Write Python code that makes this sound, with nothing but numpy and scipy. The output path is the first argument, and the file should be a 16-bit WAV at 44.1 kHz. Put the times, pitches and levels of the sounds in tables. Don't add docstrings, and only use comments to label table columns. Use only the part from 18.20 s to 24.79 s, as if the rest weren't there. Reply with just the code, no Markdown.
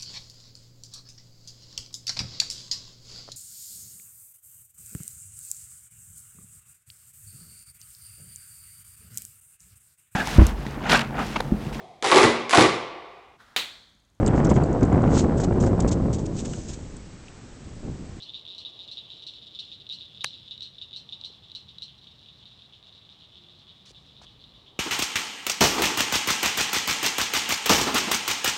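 import sys
import numpy as np
from scipy import signal
from scipy.fft import rfft, irfft, next_fast_len
from scipy.io import wavfile
from scipy.ndimage import uniform_filter1d

SR = 44100
rng = np.random.default_rng(int(sys.argv[2]) if len(sys.argv) > 2 else 0)


def dump_mix(stems):
    frames = np.atleast_2d(stems).T
    limited = np.clip(frames, -1, 1)
    pcm = np.round(limited * 32767).astype(np.int16)
    wavfile.write(sys.argv[1], SR, pcm)


N = 290617

# (time [s], rumble [dB], drone [dB], tyre wash [dB])
AIR_LEVELS = [(0.0, -63, -66, -69.5), (0.53, -63.5, -64, -67.5), (1.39, -61.5, -67, -73.5),
              (2.03, -59.5, -67.5, -72), (2.57, -61.5, -68.5, -74.5), (3.01, -60.5, -68.5, -67),
              (3.52, -59, -70.5, -72.5), (4.15, -60.5, -70.5, -71), (4.53, -63, -70.5, -70.5),
              (6.29, -59, -67.5, -69.5), (6.59, -64, -64, -65)]
# (frequency [Hz], relative level [dB])
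RUMBLE_COLOUR = [(15, -57), (30, -28), (50, -7), (80, -2), (120, -0.5), (200, -6), (280, -16), (400, -50.5)]
DRONE_COLOUR = [(150, -22.5), (260, -0.5), (350, 0.5), (500, -3), (680, -5), (900, -40.5)]
WASH_COLOUR = [(550, -3), (750, 5), (850, 5.5), (1000, 3.5), (1150, 4.5), (1300, -3), (1700, -55)]
HISS_COLOUR = [(600, -29.5), (1300, -1.5), (2000, -1.5), (4000, 1.5), (6740, -14), (10000, -21.5),
               (16000, -36)]
HANDLING_COLOUR = [(15, -28.5), (35, -2), (55, 7.5), (80, -2.5), (130, -48)]
SCUFF_COLOUR = [(300, -6), (1000, 7), (2000, -0.5), (4500, 5), (7000, -4), (10000, -16.5), (12000, -34),
                (16000, -50)]
# (time [s], level [dB])
CHORUS_LEVELS = [(0.0, -49), (0.2, -52), (0.45, -51.5), (1.5, -48.5), (1.63, -53.5), (1.78, -50.5),
                 (1.93, -53.5), (2.09, -50), (2.2, -51.5), (2.6, -56.5), (3.1, -55), (3.6, -56),
                 (5.0, -56.5), (6.05, -57), (6.59, -56.5)]
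# (multiple of the pitch, level [dB], rise [ms], decay [ms])
CLICK_RINGS = [(1.4, 10, 0.12, 1), (1.948, -3, 0.2, 1), (2.4, -11, 0.16, 0.76)]
# (call level [dB], first pulse's decay [ms])
SAC_DECAY = [(-36, .8), (-26, 1.55)]
# (pitch [Hz], level [dB], rise [ms], decay [ms], share of the fade)
LOWER_RING = (3021, -16.5, 0.36, 2.5, 0.56)
FROG_VOICES = {"high": (4010, 3.9, 1.45, -27, 0, 0, .045, .13), "fast": (3700, 3.2, 1.9, -32, 0, 0, 0, 0),
               "slow": (3710, 5.3, 1.3, -34, 0, 0, 0, 0), "across": (3630, 4.3, 1.5, -34, 90, .8, 0, 0)}
# (time [s], voice, level [dB], pulses [at most 17 sound], first gap [ms])
CALLS = [(0.0218, "high", -30.5, 14, 4.9), (0.0936, "fast", -29.5, 1.8, 8.2), (0.1364, "fast", -32, 1, 7),
         (0.1437, "fast", -28, 28, 5.6), (0.2515, "slow", -33, 1, 6), (0.2648, "slow", -31.5, 1, 6),
         (0.2767, "slow", -31.5, 5, 6.6), (0.3017, "slow", -30.5, 8, 5), (0.339, "across", -38, 1, 5),
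         (0.3485, "high", -33, 1, 5), (0.381, "high", -30, 14, 4.7), (0.4088, "across", -35.5, 7.6, 6.1),
         (0.4497, "fast", -26, 12, 7.5), (0.565, "slow", -44, 2, 5.4), (0.591, "slow", -31.5, 22, 5.7),
         (0.6773, "high", -34.5, 2, 6.2), (0.6848, "across", -34, 10, 4.9),
         (0.7144, "high", -30.5, 12, 4.9), (0.7717, "fast", -26.5, 11, 7.4),
         (0.8522, "across", -39, 10, 4.6), (0.9025, "slow", -31, 11, 8.8), (0.99, "across", -37, 6.4, 5.7),
         (1.0229, "across", -33.5, 10, 5.5), (1.038, "high", -36, 1, 5), (1.0666, "high", -30, 17, 4.5),
         (1.085, "fast", -31, 10, 6), (1.1603, "across", -44, 7.5, 6.1), (1.1855, "across", -41, 6.9, 5.1),
         (1.2163, "slow", -37.5, 7.4, 6.6), (1.3498, "fast", -31.5, 4, 4.9),
         (1.3888, "fast", -27.5, 24, 3.7), (1.3932, "high", -27.5, 7.6, 4.7),
         (1.5163, "slow", -31.5, 9.4, 7.3), (1.6005, "across", -37.5, 6.1, 5),
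         (1.6667, "fast", -33, 1.8, 3.4), (1.6912, "high", -31, 1.7, 5.5), (1.6984, "fast", -26.5, 22, 6.8),
         (1.7247, "high", -26.5, 1, 5), (1.7306, "high", -28.5, 13, 4.2), (1.7862, "slow", -36, 1, 4.5),
         (1.809, "slow", -30.5, 9.4, 7.9), (1.9472, "across", -37.5, 5.2, 3), (1.974, "fast", -34, 2, 6.8),
         (2.0079, "fast", -27, 11, 5.1), (2.054, "high", -29, 1, 6), (2.0597, "high", -27.5, 13, 4.4),
         (2.1066, "slow", -33, 1.1, 5), (2.1322, "slow", -32, 9.7, 7.4), (2.2778, "fast", -33.5, 3.3, 3.6),
         (2.3096, "fast", -27, 14, 5), (2.378, "high", -31.5, 1, 5), (2.4071, "high", -28, 1, 6),
         (2.4177, "slow", -33, 1, 6), (2.4212, "high", -28, 1, 6), (2.4275, "high", -30, 18, 4.6),
         (2.4562, "slow", -32.5, 5.1, 6.6), (2.583, "fast", -32.5, 3, 3.4),
         (2.6145, "fast", -27.5, 14, 5.9), (2.7098, "slow", -35.5, 2, 9), (2.7298, "slow", -30, 10, 6),
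         (2.7614, "high", -28, 16, 5.7), (2.8904, "fast", -32.5, 2, 5.5), (2.9239, "fast", -27.5, 13, 5.1),
         (3.0123, "high", -30.5, 1, 5), (3.0377, "slow", -30, 2.9, 7.3), (3.0479, "high", -27.5, 12, 6.9),
         (3.2347, "across", -43, 7, 3.5), (3.2989, "across", -37, 2, 8.6), (3.317, "high", -32, 1, 8.1),
         (3.3501, "high", -26.5, 12.4, 5.6), (3.489, "across", -37, 14, 3.4), (3.584, "high", -30, 1, 5),
         (3.621, "high", -26, 9.5, 6.6), (3.6802, "across", -37.5, 18, 7.4),
         (3.87, "across", -36.5, 16, 3.04), (4.0596, "across", -40, 3, 3.8),
         (4.0859, "across", -38.5, 9, 2.8), (4.2311, "across", -39, 3.1, 3.8),
         (4.2553, "across", -36, 10, 4.3), (4.391, "across", -40, 6, 4.4), (4.4205, "across", -38, 2, 4.9),
         (4.5346, "across", -40.5, 6.7, 7.4), (4.6272, "across", -40, 2.7, 9.8),
         (4.693, "across", -42, 2, 9.4), (4.7259, "across", -38, 2.3, 12.6),
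         (4.778, "across", -42, 5.6, 4.8), (4.85, "across", -42, 5.4, 3.7),
         (4.891, "across", -38.5, 2, 7.1), (5.0091, "across", -40.5, 22, 12.6),
         (5.1556, "across", -37.5, 12, 14), (5.2862, "across", -39, 8, 9.8),
         (5.4692, "across", -42.5, 5.8, 11.6), (5.4928, "across", -38.5, 7, 7),
         (5.747, "across", -42, 8, 5), (5.966, "across", -40.5, 11, 9.2),
         (6.0678, "across", -41.5, 13, 5.8), (6.24, "across", -40, 12, 3.4),
         (6.4648, "across", -46, 5.7, 4.7)]
# (until [s], change [dB])
DULL_START = (1.3, -4)
# (time [s], level [dB], brightness [0-1])
TACKLE_HITS = [(2.0403, -30, .3), (2.0420, -27, .2), (2.0436, -15, .9), (2.0442, -12, .1),
               (2.0461, -16, .8), (2.0470, -24, .4)]
# (pitch [Hz], relative level [dB], time to fall 60 dB [s])
TACKLE_RINGS = [(122, -35.5, 0.051), (545, -33.5, 0.023), (817, -27, 0.022), (1180, -17, 0.0092),
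                (1700, -13, 0.014), (2010, -2, 0.0029), (2770, -0.5, 0.0052), (4640, -9, 0.0073),
                (5980, -9.5, 0.0089), (9040, -5, 0.00087)]
# (time [s], level [dB], start pitch [Hz], end pitch [Hz], length [ms])
SOFT_KNOCKS = [(3.098, -53, 714, 264, 9), (5.705, -53.5, 650, 294, 8.7), (6.015, -46, 1550, 387, 5.5)]
# (time [s], length [s], pitch [Hz], level [dB])
FAR_NOTE = (5.12, .3, 352, -68)
# (time [s], level [dB])
HANDLING_LEVELS = [(0, -96), (5.5, -95), (5.75, -67), (5.95, -77), (6.25, -61), (6.59, -73.5)]
# (time [s], length [s], level before the bass cut [dB], bass cut [Hz])
SHOE_SCUFFS = [(5.65, 0.074, -54.5, 2560), (5.76, 0.13, -71, 2600), (6.013, 0.04, -54, 250)]

MAX_PULSES, GAP_SETTLING, TIRING_MS = 17, .35, .2
CHORUS_CALLS_PER_S, CHORUS_HZ, CHORUS_SPREAD_HZ = 80, 3657, 175


def amp(db):
    return 10 ** (np.asarray(db) / 20)


def rms_one(x):
    return x / np.sqrt(np.mean(x ** 2) + 1e-20)


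def in_time(rows):
    times, *columns = np.transpose(rows)
    return [np.interp(np.arange(N) / SR, times, column) for column in columns]


def add(out, start, sound):
    i = round(start * SR)
    part = out[max(i, 0):max(i + len(sound), 0)]
    part += sound[max(-i, 0):][:len(part)]


def let_through(x, side, hz, order):
    return signal.sosfilt(signal.butter(order, hz, side, fs=SR, output="sos"), x + 1e-18)


def coloured(colour):
    size = next_fast_len(N)
    hz, db = np.transpose(colour)
    grid = np.arange(1, size // 2 + 2) * SR / size
    shape = amp(np.interp(np.log(grid), np.log(hz), db))
    return rms_one(irfft(rfft(rng.standard_normal(size)) * shape, size)[:N])


def distant_noise():
    layers = zip(in_time(AIR_LEVELS), (RUMBLE_COLOUR, DRONE_COLOUR, WASH_COLOUR))
    return sum(amp(db) * coloured(colour) for db, colour in layers) + amp(-67) * coloured(HISS_COLOUR)


def burst(t, rise_ms, decay_ms):
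    shape = (1 - np.exp(-t * 1000 / rise_ms)) ** 2 * np.exp(-t * 1000 / decay_ms)
    return shape / shape.max()


def frog_rattles(calls, low_boost_db=0):
    out, k, t = np.zeros(N), np.arange(MAX_PULSES), np.arange(400) / SR
    chance = rng.standard_normal((len(calls), MAX_PULSES, 4))
    low_hz, low_db, low_rise_ms, low_decay_ms, low_share = LOWER_RING
    low_shape = burst(t, low_rise_ms, low_decay_ms)
    shorter = 1 + .026 * k
    rising = 1 + .06 * (np.tanh(k / 3) - .35)
    click_shapes = [(ratio, amp(db) * burst(t, rise, decay)) for ratio, db, rise, decay in CLICK_RINGS]
    for (start, level_db, hz, pulses, first_ms, steady_ms, fade_db, click_db), luck in zip(calls, chance):
        gaps_ms = steady_ms + (first_ms - steady_ms) * GAP_SETTLING ** k + TIRING_MS * np.maximum(k - 5, 0)
        starts = start + (np.cumsum(gaps_ms) - gaps_ms) / 1000
        decay_ms = np.interp(level_db, *np.transpose(SAC_DECAY))
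        faded_db = 4 * fade_db * (k / 4) ** 1.3
        for j in range(int(np.clip(round(pulses), 1, MAX_PULSES))):
            pitch_luck, sac_luck, click_luck, low_luck = luck[j]
            phase = 2 * np.pi * hz * rising[j] * (1 + .011 * pitch_luck) * t
            sac = burst(t, rise_ms=.35, decay_ms=decay_ms / shorter[j]) * np.sin(phase)
            low = low_shape * np.sin(2 * np.pi * low_hz * (1 + .05 * low_luck) * t)
            click = sum(shape * np.sin(ratio * phase / rising[j]) for ratio, shape in click_shapes)
            pulse = amp(.74 * sac_luck - faded_db[j]) * sac
            pulse += amp(low_db + low_boost_db - low_share * fade_db * j) * low
            pulse += amp(click_db - .67 * fade_db * j + 2 * click_luck) * click
            add(out, starts[j], amp(level_db) * pulse)
    out = let_through(out, "high", hz=2650, order=6)
    return let_through(out, "low", hz=10500, order=4)


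def bank_echo(x, fall_60_db_s=.4):
    t = np.arange(round(.5 * SR)) / SR
    tail = rng.standard_normal(len(t)) * amp(-60 * t / fall_60_db_s) * np.clip(t / .0008, 0, 1)
    tail = signal.lfilter([.4], [1, -.6], tail)
    return signal.fftconvolve(x, tail / np.sqrt(np.sum(tail ** 2)))[:N]


def far_chorus():
    count = round(CHORUS_CALLS_PER_S * N / SR)
    when, length, first_gap, steady_gap, fade = rng.random((count, 5)).T
    level, pitch = rng.standard_normal((count, 2)).T
    calls = np.c_[when * N / SR - .05, -45 + 2.5 * level, CHORUS_HZ + CHORUS_SPREAD_HZ * pitch,
                  1 + 9 * length, 5 + 4 * first_gap, 3.2 + 2.5 * steady_gap, .5 + 2.5 * fade,
                  np.full(count, -27)]
    crowd = frog_rattles(calls, low_boost_db=2)
    crowd = crowd + amp(-6) * bank_echo(crowd)
    strength = np.sqrt(uniform_filter1d(crowd ** 2, size=SR // 8) + 1e-12)
    return amp(in_time(CHORUS_LEVELS)[0]) * crowd / strength


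def clear_frogs():
    calls = []
    for start, voice, level_db, pulses, first_ms in CALLS:
        hz, steady_ms, fade_db, click_db, spread_hz, spread_ms, slowing, fading = FROG_VOICES[voice]
        hz += spread_hz * rng.standard_normal()
        steady_ms = max(steady_ms * (1 + slowing * start) + spread_ms * rng.standard_normal(), 3)
        fade_db *= (1 + fading * start) * (12 / max(pulses, 1)) ** .5
        if voice == "fast" and start < DULL_START[0]:
            click_db += DULL_START[1]
        if pulses < 3.5:
            hz -= 50
            click_db -= 2.5
        calls.append((start, level_db, hz, pulses, first_ms, steady_ms, fade_db, click_db))
    return frog_rattles(calls)


def tackle_snap():
    out, t = np.zeros(N), np.arange(6000) / SR
    for start, hit_db, brightness in TACKLE_HITS:
        for k, (hz, db, fall_s) in enumerate(TACKLE_RINGS):
            tilt_db = 12 * (brightness - .5) * np.log2(max(hz, 800) / 3500)
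            ring = (-1) ** k * amp(-60 * t / fall_s) * np.sin(2 * np.pi * hz * t)
            add(out, start, amp(hit_db + db + tilt_db) * ring)
    bank_tail = amp(-42 - 60 * t / .05) * np.diff(rng.standard_normal(len(t) + 1))
    add(out, TACKLE_HITS[0][0], bank_tail)
    return let_through(out, "low", hz=11000, order=4)


def soft_knocks():
    out = np.zeros(N)
    for start, db, start_hz, end_hz, ms in SOFT_KNOCKS:
        n = round(ms * SR / 1000)
        phase = 2 * np.pi * np.cumsum(np.geomspace(start_hz, end_hz, n)) / SR
        add(out, start, amp(db) * signal.windows.tukey(n, .5) * np.sin(phase))
    return out


def far_note():
    start, length, hz, db = FAR_NOTE
    out, t = np.zeros(N), np.arange(round(length * SR)) / SR
    add(out, start, amp(db) * signal.windows.tukey(len(t), .4) * np.sin(2 * np.pi * hz * t))
    return out


def handling_rumble():
    return amp(in_time(HANDLING_LEVELS)[0]) * coloured(HANDLING_COLOUR)


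def shoe_scuffs():
    out, grit = np.zeros(N), coloured(SCUFF_COLOUR)
    flicker_db = 2.7 * rms_one(uniform_filter1d(rng.standard_normal(N), size=90))
    grit *= amp(flicker_db)
    for start, length, db, cut_hz in SHOE_SCUFFS:
        i, n = round(start * SR), round(length * SR)
        rub = let_through(grit[i:i + n], "high", cut_hz, order=2)
        add(out, start, amp(db) * signal.windows.tukey(n, .3) * rub)
    return out


def scene():
    frogs = clear_frogs()
    handling = handling_rumble()
    pond = frogs + amp(-12) * bank_echo(frogs) + far_chorus() + distant_noise() + far_note()
    dock = tackle_snap() + soft_knocks() + shoe_scuffs()
    return (pond + dock + handling)[None]


def record(dry, cutoff_hz=16500):
    return signal.sosfilt(signal.cheby2(24, 60, cutoff_hz, fs=SR, output="sos"), dry)


dry = scene()
out = record(dry)
dump_mix(out)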